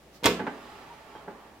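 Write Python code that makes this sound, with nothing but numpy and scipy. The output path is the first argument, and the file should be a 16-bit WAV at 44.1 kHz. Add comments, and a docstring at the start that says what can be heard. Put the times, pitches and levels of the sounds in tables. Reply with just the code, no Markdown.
"""An air fryer basket is pulled open on a stone counter in a kitchen.
A hand brushes the handle; the catch creaks under strain and lets go with a hard plastic clack that
rings the housing. The basket knocks dully on its runners and slides out with a soft stick-slip scrape
and faint squeaks, then bumps again more lightly as the pull slows and the scrape dulls.
Quiet room noise and mains hum lie underneath throughout."""
import sys
import numpy as np
from scipy import signal
from scipy.fft import rfft, irfft
from scipy.io import wavfile
from scipy.ndimage import uniform_filter1d

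SR = 44100
rng = np.random.default_rng(int(sys.argv[2]) if len(sys.argv) > 2 else 0)


def file_out(sig):
    """Save sig as 16-bit WAV at sys.argv[1]."""
    # one column per channel
    cols = np.atleast_2d(sig).T
    # limit, then scale
    lim = np.clip(cols, -1, 1)
    pcm = np.round(lim * 32767).astype(np.int16)
    wavfile.write(sys.argv[1], SR, pcm)


N = 70560
T = np.arange(N) / SR

# stereo image of the room, narrow lows and wide highs: (frequency [Hz], left-right likeness [0..1])
ROOM_LIKENESS = [(100, 0.92), (500, 0.91), (1200, 0.6), (2800, 0.099), (6000, 0), (12000, 0.082)]


def catch():
    """The plastic catch creaks ever louder under strain, lets go with a crack and shakes the housing."""
    # hits as the catch strains and snaps free: (time [s], level [dB], dull above [Hz], thin below [Hz])
    hits = [(.2275, -18.5, 705, 250), (.2342, -21, 6000, 600), (.2424, -5, 5000, 1400),
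            (.2490, -12.5, 5000, 397), (.2530, -2, 900, 201), (.2558, 0.5, 830, 197),
            (.2578, -0.5, 13000, 690), (.2623, -4, 7700, 388), (.2652, -1.5, 3500, 250),
            (.2895, -11, 700, 202)]
    # ringing tail of the housing: (frequency [Hz], level [dB], t60 [s])
    housing_modes = [(113.6, -26.5, 0.138), (176.95, -20, 0.62), (213, -33.5, 0.41), (244.3, -39, 0.78),
                     (285.2, -30, 0.84), (332.6, -31, .3), (391.7, -30.5, 0.99), (402.4, -22.5, 0.22),
                     (440.5, -28.5, 0.21), (489.1, -21, 0.32), (561, -32.5, 0.27), (929, -20.5, 0.096),
                     (1124.4, -34, 0.22), (1502, -30, 0.15), (2094, -26, 0.17), (2510, -23.5, .25),
                     (2765, -36, 0.21), (3320, -29, 0.043), (3860, -27, 0.1), (5263, -26.5, 0.05)]
    # body of the clack, the housing's dense, short-lived modes: (frequency [Hz], gain [dB])
    housing_colour = [(25, -32), (70, 15), (110, -10.5), (145, 6.5), (180, 9.5), (450, 8.5), (620, 4.5),
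                      (1100, 3.5), (1700, 1), (3300, 4), (5500, -2.5), (8800, -7.5), (10800, -13),
                      (13000, -2.5), (16000, -9)]
    # bright EQ of creak and crack: (frequency [Hz], gain [dB])
    snap_colour = [(500, -49), (1500, -33), (3300, 1), (5500, 2), (8800, 8), (10800, -4), (13000, 10),
                   (16000, -2)]
    strain_s, snap_s = .2342, .2578
    creak_db, creak_rise_db, crack_db = -45.5, 12, 0.5
    strain = (T - strain_s) / (snap_s - strain_s)
    straining = (strain > 0) & (strain < 1)
    creak = slips() * straining * from_db(creak_db + creak_rise_db * np.clip(strain, 0, 1))
    crack = from_db(crack_db) * through(click(snap_s), burst(t60=0.0018))
    clack = struck(hits, housing_modes, housing_colour, dense_db=11.5, t60=0.052, wet_db=-4)
    return coloured(creak + crack, snap_colour) + clack


def knocks():
    """The basket bumps dully on its runners, early in the pull and again near its end."""
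    # bumps on the runners: (time [s], level [dB], dull above [Hz], thin below [Hz])
    hits = [(.3945, -5, 2260, 305), (.4005, 1, 2040, 1120), (.4045, -2.5, 510, 110),
            (.4150, -7.5, 880, 148), (.4325, -6, 280, 40), (.4675, 0.5, 2020, 700),
            (.4725, -3.5, 2170, 700), (.4790, -4.5, 1240, 248), (1.152, -12.5, 1350, 600),
            (1.2765, -12, 926, 380), (1.2815, -5, 1020, 382), (1.304, -14, 1220, 506)]
    # ringing tail of the basket: (frequency [Hz], level [dB], t60 [s])
    basket_modes = [(176, -39, 0.25), (200.8, -37.5, 0.23), (247, -36, 0.16), (281.6, -46.5, 0.51),
                    (389.6, -41, 0.23), (403, -41.5, 0.26), (560, -43.5, 0.71), (760, -34, 0.099),
                    (856, -30, 0.1), (922, -39, 0.16), (1053, -40, 0.07), (1418, -36.5, 0.097),
                    (1543, -38, 0.14), (1623, -40, 0.11)]
    # body of the knock, the basket's dense modes: (frequency [Hz], gain [dB])
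    basket_colour = [(30, -22), (110, 1.5), (145, -14), (180, 10), (400, 13), (640, 2.5), (800, 3),
                     (1600, 1.5), (3000, -5.5), (6000, -13.5), (14000, -7)]
    return struck(hits, basket_modes, basket_colour, dense_db=2, t60=0.062, wet_db=-1)


def slide():
    """Slips and smooth rubbing on the runners ring basket and room; the scrape dulls as the pull slows."""
    # friction envelope of the sliding basket: (time [s], level [dB])
    friction = [(.3, -14.5), (.48, -1), (.65, 1), (.87, -1), (1.0, -4), (1.08, -1), (1.17, 1), (1.26, -1.5),
                (1.45, -1), (1.6, -10)]
    # soft, mid-heavy EQ of the scrape: (frequency [Hz], gain [dB])
    scrape_colour = [(80, -17), (145, -16.5), (180, -3), (420, 0), (700, 0.5), (900, 2.5), (1300, -2),
                     (2500, -6.5), (5000, -16), (9000, -26), (15000, -28.5)]
    # resonances of the runners and the oven cavity: (frequency [Hz], width [Hz], boost [dB])
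    resonances = [(178, 13, 6.5), (241, 8.6, 5.5), (407, 13, 8.5), (851, 26, 5.5), (920, 9.2, 8),
                  (1260, 20, 5.5), (1530, 53, 4)]
    friction_db, wet_db = -39, 1
    slows_at_s, dulling_db_per_s, dulls_above_hz = 1, 30, 1400

    def resonance_gain(hz):
        return 1 + sum((from_db(db) - 1) / (1 + 2j * (hz - centre) / width)
                       for centre, width, db in resonances)

    rubbing = (slips()[0] + 2 * rng.standard_normal(N)) / np.sqrt(5)
    force = rubbing * from_db(friction_db + np.interp(T, *np.transpose(friction)))
    response = (burst(t60=0.052) + from_db(wet_db) * kitchen()) / np.sqrt(2)
    scrape = coloured(through(force, response), scrape_colour)
    scrape = shaped(scrape, resonance_gain)
    bass = cut(scrape, dulls_above_hz, "low", order=1)
    treble_fade = from_db(-dulling_db_per_s * np.maximum(T - slows_at_s, 0))
    return bass + (scrape - bass) * treble_fade


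def squeaks():
    """The runners stick and slip in brief, unsteady tones that sag in pitch as they fade."""
    # runner squeaks: (time [s], length [s], starting pitch [Hz], level [dB])
    cues = [(0.72, 0.046, 885, -59), (0.895, 0.049, 945, -44), (1.005, 0.042, 905, -52.5),
            (1.135, 0.1, 919, -55), (1.15, 0.081, 3190, -59), (1.446, .05, 925, -60)]
    attack_s, sag_hz_per_s, wobble_share, wet_db = 0.0042, 760, 0.0283, -5
    tones = 0
    for s, length, hz, db in cues:
        age = np.clip(T - s, 0, length)
        wobble = cut(rng.standard_normal(N), 84, "low")
        pitch = hz - sag_hz_per_s * age + wobble_share * hz * wobble / wobble.std()
        envelope = np.minimum(age / attack_s, 1) * np.sqrt(1 - age / length)
        tones = tones + from_db(db) * envelope * np.sin(2 * np.pi * np.cumsum(pitch) / SR)
    return tones + from_db(wet_db) * through(tones, kitchen())


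def grip():
    """Skin brushes over the handle before the pull: one short swell of noise."""
    # EQ of skin on the handle: (frequency [Hz], gain [dB])
    skin_colour = [(300, 5), (1500, -3), (3000, -0.5), (5000, 3), (9000, -11), (15000, -7)]
    peak_s, width_s, level_db = 0.16, 0.02, -52
    swell = np.exp(-.5 * ((T - peak_s) / width_s) ** 2)
    return from_db(level_db) * swell * coloured(stereo_noise(ROOM_LIKENESS), skin_colour)


def struck(hits, modes, colour, dense_db, t60, wet_db):
    """Each hit rings a body's clear modes and a short burst of dense ones, and echoes in the room."""
    forces = [from_db(db) * cut(cut(click(s), dull_hz, "low"), thin_hz, "high", order=1)
              for s, db, dull_hz, thin_hz in hits]
    dense = sum(through(force, burst(t60)) for force in forces)
    room = from_db(wet_db) * through(sum(forces), kitchen())
    tail = cut(ring(sum(forces), modes), 87, "high")
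    return tail + from_db(dense_db) * coloured(dense + room, colour)


def ring(force, modes):
    """A body's clear modes: decaying sines set off by the force."""
    response = sum(from_db(db - 60 * T / t60) * np.sin(2 * np.pi * hz * T) for hz, db, t60 in modes)
    return through(force, response[None])


def slips():
    """Tiny random slips of plastic on plastic, each ringing briefly; rms about 1."""
    slips_per_s, spread_db = 2500, 2.5
    sizes = rng.choice([-1, 1], N) * from_db(spread_db * np.minimum(rng.exponential(1, N), 4))
    clicks = (rng.random(N) < slips_per_s / SR) * sizes
    return through(clicks / clicks.std(), burst(t60=0.013))


def burst(t60):
    """Many short-lived modes: a dying stereo noise whose spectrum is evened out."""
    # stereo image of the direct sound: (frequency [Hz], left-right likeness [0..1])
    near_likeness = [(100, 1), (500, 0.98), (1200, 0.46), (3000, 0.54), (12000, 1)]
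    even_over_hz = 500
    spectrum = rfft(stereo_noise(near_likeness) * dying(t60), 2 * N)
    power = np.mean(abs(spectrum) ** 2, axis=0)
    smooth_power = uniform_filter1d(power, int(even_over_hz * 2 * N / SR))
    return irfft(spectrum / np.sqrt(smooth_power))[:, :N]


def kitchen():
    """Diffuse room reverb, dying band by band, the highs soonest."""
    # decay of the room: (frequency [Hz], t60 [s])
    room_t60 = [(100, 0.63), (300, 0.51), (1000, 0.63), (3000, 0.29), (7000, 0.32), (14000, 0.23)]
    noise, centres = stereo_noise(ROOM_LIKENESS), np.geomspace(100, 14000, 9)
    reverb = 0
    for centre, weights in zip(centres, np.eye(len(centres))):
        band = shaped(noise, lambda hz: at_hz(list(zip(centres, weights)), hz))
        reverb = reverb + band * dying(at_hz(room_t60, centre), build_s=0.002)
    return reverb


def background():
    """A steady bed of room noise and mains hum."""
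    # dark EQ of the room tone: (frequency [Hz], gain [dB])
    room_colour = [(25, -11), (60, -5), (130, 0.5), (260, -0.5), (600, -1), (1200, -13.5), (2500, -14.5),
                   (5000, -19.5), (9000, -24.5), (15000, -27)]
    noise_db, hum_hz, hum_db = -41, 58.9, -63.5
    room_tone = from_db(noise_db) * coloured(stereo_noise(ROOM_LIKENESS), room_colour)
    return room_tone + from_db(hum_db) * np.sin(2 * np.pi * hum_hz * T)


def stereo_noise(likeness):
    """White noise whose two sides are alike by a share that depends on frequency."""
    mid, side = rng.standard_normal((2, N))
    alike = lambda hz: np.clip(at_hz(likeness, hz), -1, 1)
    mid = shaped(mid, lambda hz: np.sqrt((1 + alike(hz)) / 2))
    side = shaped(side, lambda hz: np.sqrt((1 - alike(hz)) / 2))
    return np.array([mid + side, mid - side])


def dying(t60, build_s=1e-9):
    """Exponential decay of unit energy, with an optional soft attack."""
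    attack = 1 - np.exp(-(T + 1 / SR) / build_s)
    envelope = attack * from_db(-60 * np.minimum(T / t60, 5))
    return envelope / np.linalg.norm(envelope)


def click(s):
    """A unit impulse at s seconds."""
    return signal.unit_impulse(N, int(s * SR))


def through(x, response):
    """Play a signal through an impulse response."""
    return signal.fftconvolve(np.atleast_2d(x), response, axes=-1)[:, :N]


def coloured(x, colour):
    """Minimum-phase EQ along a curve of (frequency [Hz], gain [dB])."""
    gain = from_db(at_hz(colour, np.fft.rfftfreq(2 * N, 1 / SR)))
    cepstrum = irfft(np.log(gain))
    cepstrum[1:N] *= 2   # folded onto positive time, so nothing rings ahead of a hit
    cepstrum[N + 1:] = 0
    return shaped(x, lambda hz: np.exp(rfft(cepstrum)))


def shaped(x, gain):
    """Apply a gain given as a function of frequency."""
    return irfft(rfft(x, 2 * N) * gain(np.fft.rfftfreq(2 * N, 1 / SR)))[..., :N]


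def cut(x, hz, kind, order=2):
    """Butterworth low- or high-pass."""
    sos = signal.butter(order, np.clip(hz, 10, SR / 2 - 1000), kind, fs=SR, output="sos")
    return signal.sosfilt(sos, x + 1e-18)


def at_hz(points, hz):
    """Read a table on a log-frequency axis."""
    frequencies, values = np.transpose(points)
    return np.interp(np.log(np.maximum(hz, 1)), np.log(frequencies), values)


def from_db(db):
    """Decibels to gain."""
    return 10 ** (np.asarray(db) / 20)


def scene():
    """The fryer sits a little to the right, louder and earlier on that side, over the room's bed."""
    # pan of the fryer: (frequency [Hz], right minus left [dB])
    balance = [(100, 1.3), (500, 1.2), (1200, 2), (3000, 4), (6000, 1.5), (12000, 1.7)]
    left_lag_s = 1.2 / SR
    left, right = knocks() + catch() + slide() + squeaks() + grip()
    lag = lambda hz: np.exp(-2j * np.pi * hz * left_lag_s)
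    left = shaped(left, lambda hz: from_db(-at_hz(balance, hz) / 2) * lag(hz))
    right = shaped(right, lambda hz: from_db(at_hz(balance, hz) / 2))
    return np.array([left, right]) + background()


def record(dry):
    """A steep low-pass takes the very top off the mix."""
    cutoff_hz = 16000
    return signal.sosfilt(signal.ellip(10, .1, 80, cutoff_hz, fs=SR, output="sos"), dry)


dry = scene()
out = record(dry)
file_out(out)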